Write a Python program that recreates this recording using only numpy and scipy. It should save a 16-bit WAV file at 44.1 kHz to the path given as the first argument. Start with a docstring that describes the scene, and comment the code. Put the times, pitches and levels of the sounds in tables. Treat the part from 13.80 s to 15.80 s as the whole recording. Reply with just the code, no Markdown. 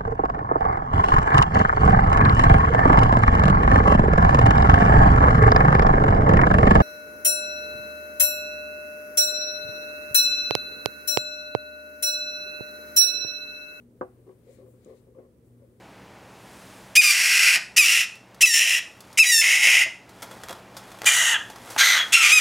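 """On a wooden table in a quiet room, close to a phone, a small glass bottle knocks once and is rolled over.
The impact and the softer bumps that follow excite the damped modes of the table top; the bottle's edge
drags by stick-slip friction and drives the same modes. Glass and fingernail tick, and fingers brush near
the left microphone. Low room noise, mains hum and microphone hiss lie underneath."""
import sys
import numpy as np
from scipy import signal
from scipy.fft import rfft, irfft
from scipy.io import wavfile
from scipy.ndimage import uniform_filter1d

SR = 44100
rng = np.random.default_rng(int(sys.argv[2]) if len(sys.argv) > 2 else 0)


def generate_wav(signal):
    """Clip the signal to [-1, 1] and save it as 16-bit WAV at the path in sys.argv[1]."""
    frames = np.transpose(np.atleast_2d(signal))
    scaled = np.clip(frames, -1, 1) * 32767
    pcm = np.round(scaled).astype(np.int16)
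    wavfile.write(sys.argv[1], SR, pcm)


N = 88200
TIME = np.arange(N) / SR


def undb(db):
    """Amplitude ratio for a level in decibels."""
    return 10 ** (np.asarray(db) / 20)


def unit(x):
    """Normalisation to an rms of 1."""
    return x / np.sqrt(np.mean(x ** 2))


def pan(db):
    """Channel gains for a level difference, left minus right."""
    return undb(np.array([[db], [-db]]) / 2)


def colour(x, points, tilt_db=0):
    """Spectral shaping by (Hz, dB) points and a tilt per octave; the result has an rms of 1."""
    octave = np.log2(np.maximum(np.fft.rfftfreq(N, 1 / SR), 1))
    hz, db = np.array(points).T
    knots = np.log2(hz)
    gain_db = np.interp(octave, knots, db) + tilt_db * np.clip(octave, knots[0], knots[-1])
    return unit(irfft(rfft(x) * undb(gain_db), N))


def noise():
    """Two uncorrelated channels of white noise."""
    return rng.standard_normal((2, N))


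def fade(t60, start=0):
    """Exponential decay from a start time, falling 60 dB in t60 seconds."""
    age = TIME - start
    return (age >= 0) * np.exp(-np.log(1000) * np.abs(age) / t60)


def wander(rate_hz):
    """Smoothed random fluctuation with a spread near 1."""
    hold = int(SR / rate_hz)
    steps = np.repeat(rng.standard_normal(N // hold + 1), hold)
    return uniform_filter1d(steps, hold)[:N]


def delay(x, seconds):
    """Propagation delay of one channel."""
    return np.interp(TIME - seconds, TIME, x, left=0)


def ring(force, response):
    """Linear response: the force convolved with a stereo impulse response."""
    return signal.fftconvolve(np.atleast_2d(force), response, axes=1)[:, :N]


def room():
    """Low noise and slightly wavering mains hum, almost fully coherent between the two microphones."""
    # Each row: frequency in Hz, relative level in dB.
    rumble_spectrum = [(25, -44), (45, -2), (70, 0.5), (100, -0.5), (150, -4), (200, -1.5), (380, -1.5),
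                       (500, -4), (650, -18.5), (1000, -47.5), (2000, -44.5), (4000, -44.5)]
    # Each row: frequency in Hz, level in dB about which the tone wavers.
    hum_tones = [(120, -63), (240, -67.5), (422, -84.5), (505, -75)]
    mid, side = colour(noise(), rumble_spectrum)
    rumble = undb(-59.5) * (mid + undb(-14) * side * np.array([[1], [-1]]))
    waver_db, waver_rad = 4.5, .39
    hum = 0
    for hz, db in hum_tones:
        amplitude = np.sqrt(2) * undb(db + waver_db * wander(rate_hz=8))
        hum = hum + amplitude * np.sin(2 * np.pi * hz * TIME + waver_rad * wander(rate_hz=5.77))
    return (rumble + hum) * pan(1.5)


def microphone_hiss():
    """Self-noise, independent in each microphone; the left is brighter and its level dips twice."""
    # Each row: frequency in Hz, relative level on the left in dB, the same on the right.
    hiss_spectra = [(463, 13, 21.5), (2270, -0.5, 5), (3060, -4.5, 2), (5470, -8.5, -0.5), (7660, -5.5, 0),
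                    (8700, 2.5, 2), (9840, -2.5, -9), (11200, -1.5, 8.5), (11300, -1.5, -1.5),
                    (13450, -6, -3), (14900, -1.5, 1)]
    # Each row: time in seconds, gain of the left hiss in dB.
    left_contour = [(0, 10.5), (.06, 2), (.13, 3), (0.219, 7), (1.24, 7.5), (1.31, 2.5), (1.62, 2.5),
                    (1.66, 5), (2, 6)]
    spectra = np.array(hiss_spectra)
    left_db, right_db = -74 + np.interp(TIME, *np.array(left_contour).T), -69
    left, right = noise()
    return np.array([undb(left_db) * colour(left, spectra[:, [0, 1]]),
                     undb(right_db) * colour(right, spectra[:, [0, 2]])])


def table_top():
    """Impulse response by modal superposition, with a thud, a wall reflection and faint reverberation."""
    # Each row: frequency in Hz, level in dB, 60 dB decay time in seconds, left minus right in dB.
    table_modes = [(120, -15, .17, 2), (185, -1.4, .02, 2), (240, -21, .14, 2), (322, -19, .15, 6),
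                   (372, -5.4, .17, 3.3), (460, -.4, .076, 1.3), (507, -1.5, .125, 5), (577, -3.3, .085, 4),
                   (672, -16, .17, -5), (736, -7, .08, -7), (805, -15, .17, 4), (945, .5, .027, 12),
                   (981, 0, .055, 10.6), (1064, 6, .025, -6.7), (1153, 1.8, .06, -7.5),
                   (1270, -1, .035, 12), (1434, -5.5, .11, 1), (1514, .5, .044, -12), (1625, 1, .026, 12),
                   (1695, -5, .07, -6)]
    # The dense, quickly dying ring of the wood. Each row: frequency in Hz, relative level in dB.
    wood_spectrum = [(60, -12), (150, -14.5), (290, 5.5), (420, -1.5), (550, -16), (700, 7.5), (880, -8.5),
                     (1100, 2), (1550, -3.5), (1850, -6), (2100, 7), (3000, -12.5), (5000, -47)]
    thud_hz, coherent_below_hz = 465, 400
    wall_delay_s, right_lag_s = .0137, .00023  # the right microphone is farther from the contact
    modes = sum((-1) ** k * undb(db) * pan(balance_db) * fade(t60) * np.sin(2 * np.pi * hz * TIME)
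                for k, (hz, db, t60, balance_db) in enumerate(table_modes))
    thud = undb(8.5) * fade(t60=.03) * np.sin(2 * np.pi * thud_hz * TIME)
    direct = -(modes + thud)
    reflection = undb(-8.5) * np.array([delay(channel, wall_delay_s) for channel in direct])
    mid, side = colour(noise(), wood_spectrum)
    side = signal.sosfilt(signal.butter(1, coherent_below_hz, "high", fs=SR, output="sos"), side)
    wood_decay, room_decay = undb(-4.5) * fade(t60=.11), undb(-14) * fade(t60=.34)
    dense = unit(np.array([mid + side, mid - side])) * (wood_decay + room_decay)
    left, right = direct + reflection + dense
    return np.array([left, delay(right, right_lag_s)])


def knocks(table):
    """Impact: each contact is a half-sine force pulse; the longer it lasts, the duller it sounds."""
    # One hard knock, then soft bumps as the bottle tips over its edges.
    # Each row: start in seconds, impulse level in dB, contact time in seconds.
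    contacts = [(.2108, -29.1, .00066), (.387, -50, .002), (.4905, -48, .0011), (.7865, -48, .0017),
                (.807, -47, .0019), (.937, -48, .002), (1.0595, -45, .0017), (1.385, -43.5, .0014),
                (1.428, -51, .0017)]
    force = 0
    for start, db, contact_s in contacts:
        pulse = np.sin(np.pi * np.clip((TIME - start) / contact_s, 0, 1))
        force = force + undb(db) * pulse / pulse.sum()
    return ring(force, table)


def ticks():
    """Light impacts of glass and fingernail: bright noise in exponential decay."""
    # Each row: start in seconds, level in dB, 60 dB decay time in seconds.
    taps = [(0.213, -69.5, 0.076), (1.0467, -50, 0.013)]
    # Each row: frequency in Hz, relative level in dB.
    tick_spectrum = [(2000, -24), (4000, -9), (5600, -9), (7200, 0), (9000, -6), (12000, -20), (16000, -24)]
    bursts = sum(undb(db) * fade(t60, start) * colour(noise(), tick_spectrum) for start, db, t60 in taps)
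    return bursts * undb([[0], [-9]])  # weaker on the right


def edge_drags(table):
    """Stick-slip friction: the bottle's edge rings the table with irregular soft pulses and adds grit."""
    # Each row: start and length in seconds, level in dB, band centre in Hz, relative grit level in dB.
    drags = [(0.462, 0.014, -45, 346, -23), (0.486, 0.01, -50.5, 362, -15), (0.508, 0.011, -60.5, 320, -7),
             (0.664, 0.056, -52.5, 476, -40), (0.774, 0.033, -56, 538, -20), (0.808, .034, -50, 367, -25),
             (0.86, 0.021, -54, 480, -19.5), (1.061, 0.045, -48.5, 424, -29),
             (1.092, 0.048, -50, 483, -17.5), (1.256, 0.041, -58, 450, -25), (1.343, 0.114, -54, 476, -18),
             (1.805, 0.023, -55, 516, -22)]
    # Each row: frequency in Hz, relative level in dB.
    grit_spectrum = [(500, -15), (800, -20), (1000, 6), (1170, 5.5), (1350, -31), (1550, -17), (2000, -11),
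                     (4000, -26.5)]
    attack_s, release_s, half_band_hz = .0054, .014, 57
    slips_per_s, scatter_db = 460, 1
    friction = 0
    for start, length, db, hz, grit_db in drags:
        attack = np.clip((TIME - start) / attack_s, 0, 1)
        pressure = attack * np.exp(-np.maximum(TIME - start - length, 0) / release_s)
        slipping = rng.random(N) < slips_per_s / SR
        slips = slipping * undb(scatter_db * rng.standard_normal(N)) * pressure
        band = signal.butter(2, [hz - half_band_hz, hz + half_band_hz], "band", fs=SR, output="sos")
        pulses = signal.sosfilt(band, slips + 1e-18)  # the offset keeps the rms above zero
        body = unit(unit(pulses) + .93 * unit(ring(pulses, table)))
        grit = unit(colour(noise(), grit_spectrum) * pressure)
        pressure_rms = np.sqrt(np.mean(pressure ** 2))
        friction = friction + undb(db) * pressure_rms * (body + undb(grit_db) * grit)
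    return friction * pan(5)


def finger_brushes():
    """Friction noise of sliding skin, in soft Gaussian swells near the left microphone."""
    # Each row: peak time and standard deviation in seconds, level in dB, tilt in dB per octave.
    strokes = [(0.731, 0.061, -67, -11), (0.732, 0.03, -64, 4), (0.91, 0.039, -67, 11),
               (1.062, 0.046, -70, -9), (1.108, 0.029, -71, -12.5), (1.175, 0.024, -69.5, -8),
               (1.672, 0.021, -71.5, 10)]
    # Each row: frequency in Hz, relative level in dB.
    skin_spectrum = [(1000, -38), (2100, -5), (2700, -11), (4000, -1.5), (5500, -4.5), (7000, 3.5),
                     (8300, 5), (10000, -0.5), (12500, -9), (15000, -5.5)]
    skin = 0
    for peak, width, db, tilt_db in strokes:
        swell = np.exp(-((TIME - peak) / width) ** 2 / 2)
        skin = skin + undb(db) * swell * colour(noise(), skin_spectrum, tilt_db)
    return skin * undb([[0], [-10.5]])


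def scene():
    """Superposition of the background and the bottle's sounds; knocks and drags share one resonator."""
    background = room() + microphone_hiss()
    table = table_top()
    return background + knocks(table) + ticks() + edge_drags(table) + finger_brushes()


def record(dry):
    """Band limiting: the phone drops the deepest bass and cuts the top steeply."""
    low_cut_hz, high_cut_hz = 41, 15750
    thinned = signal.sosfilt(signal.butter(4, low_cut_hz, "high", fs=SR, output="sos"), dry)
    return signal.sosfilt(signal.ellip(12, .2, 70, high_cut_hz, fs=SR, output="sos"), thinned)


dry = scene()
out = record(dry)
generate_wav(out)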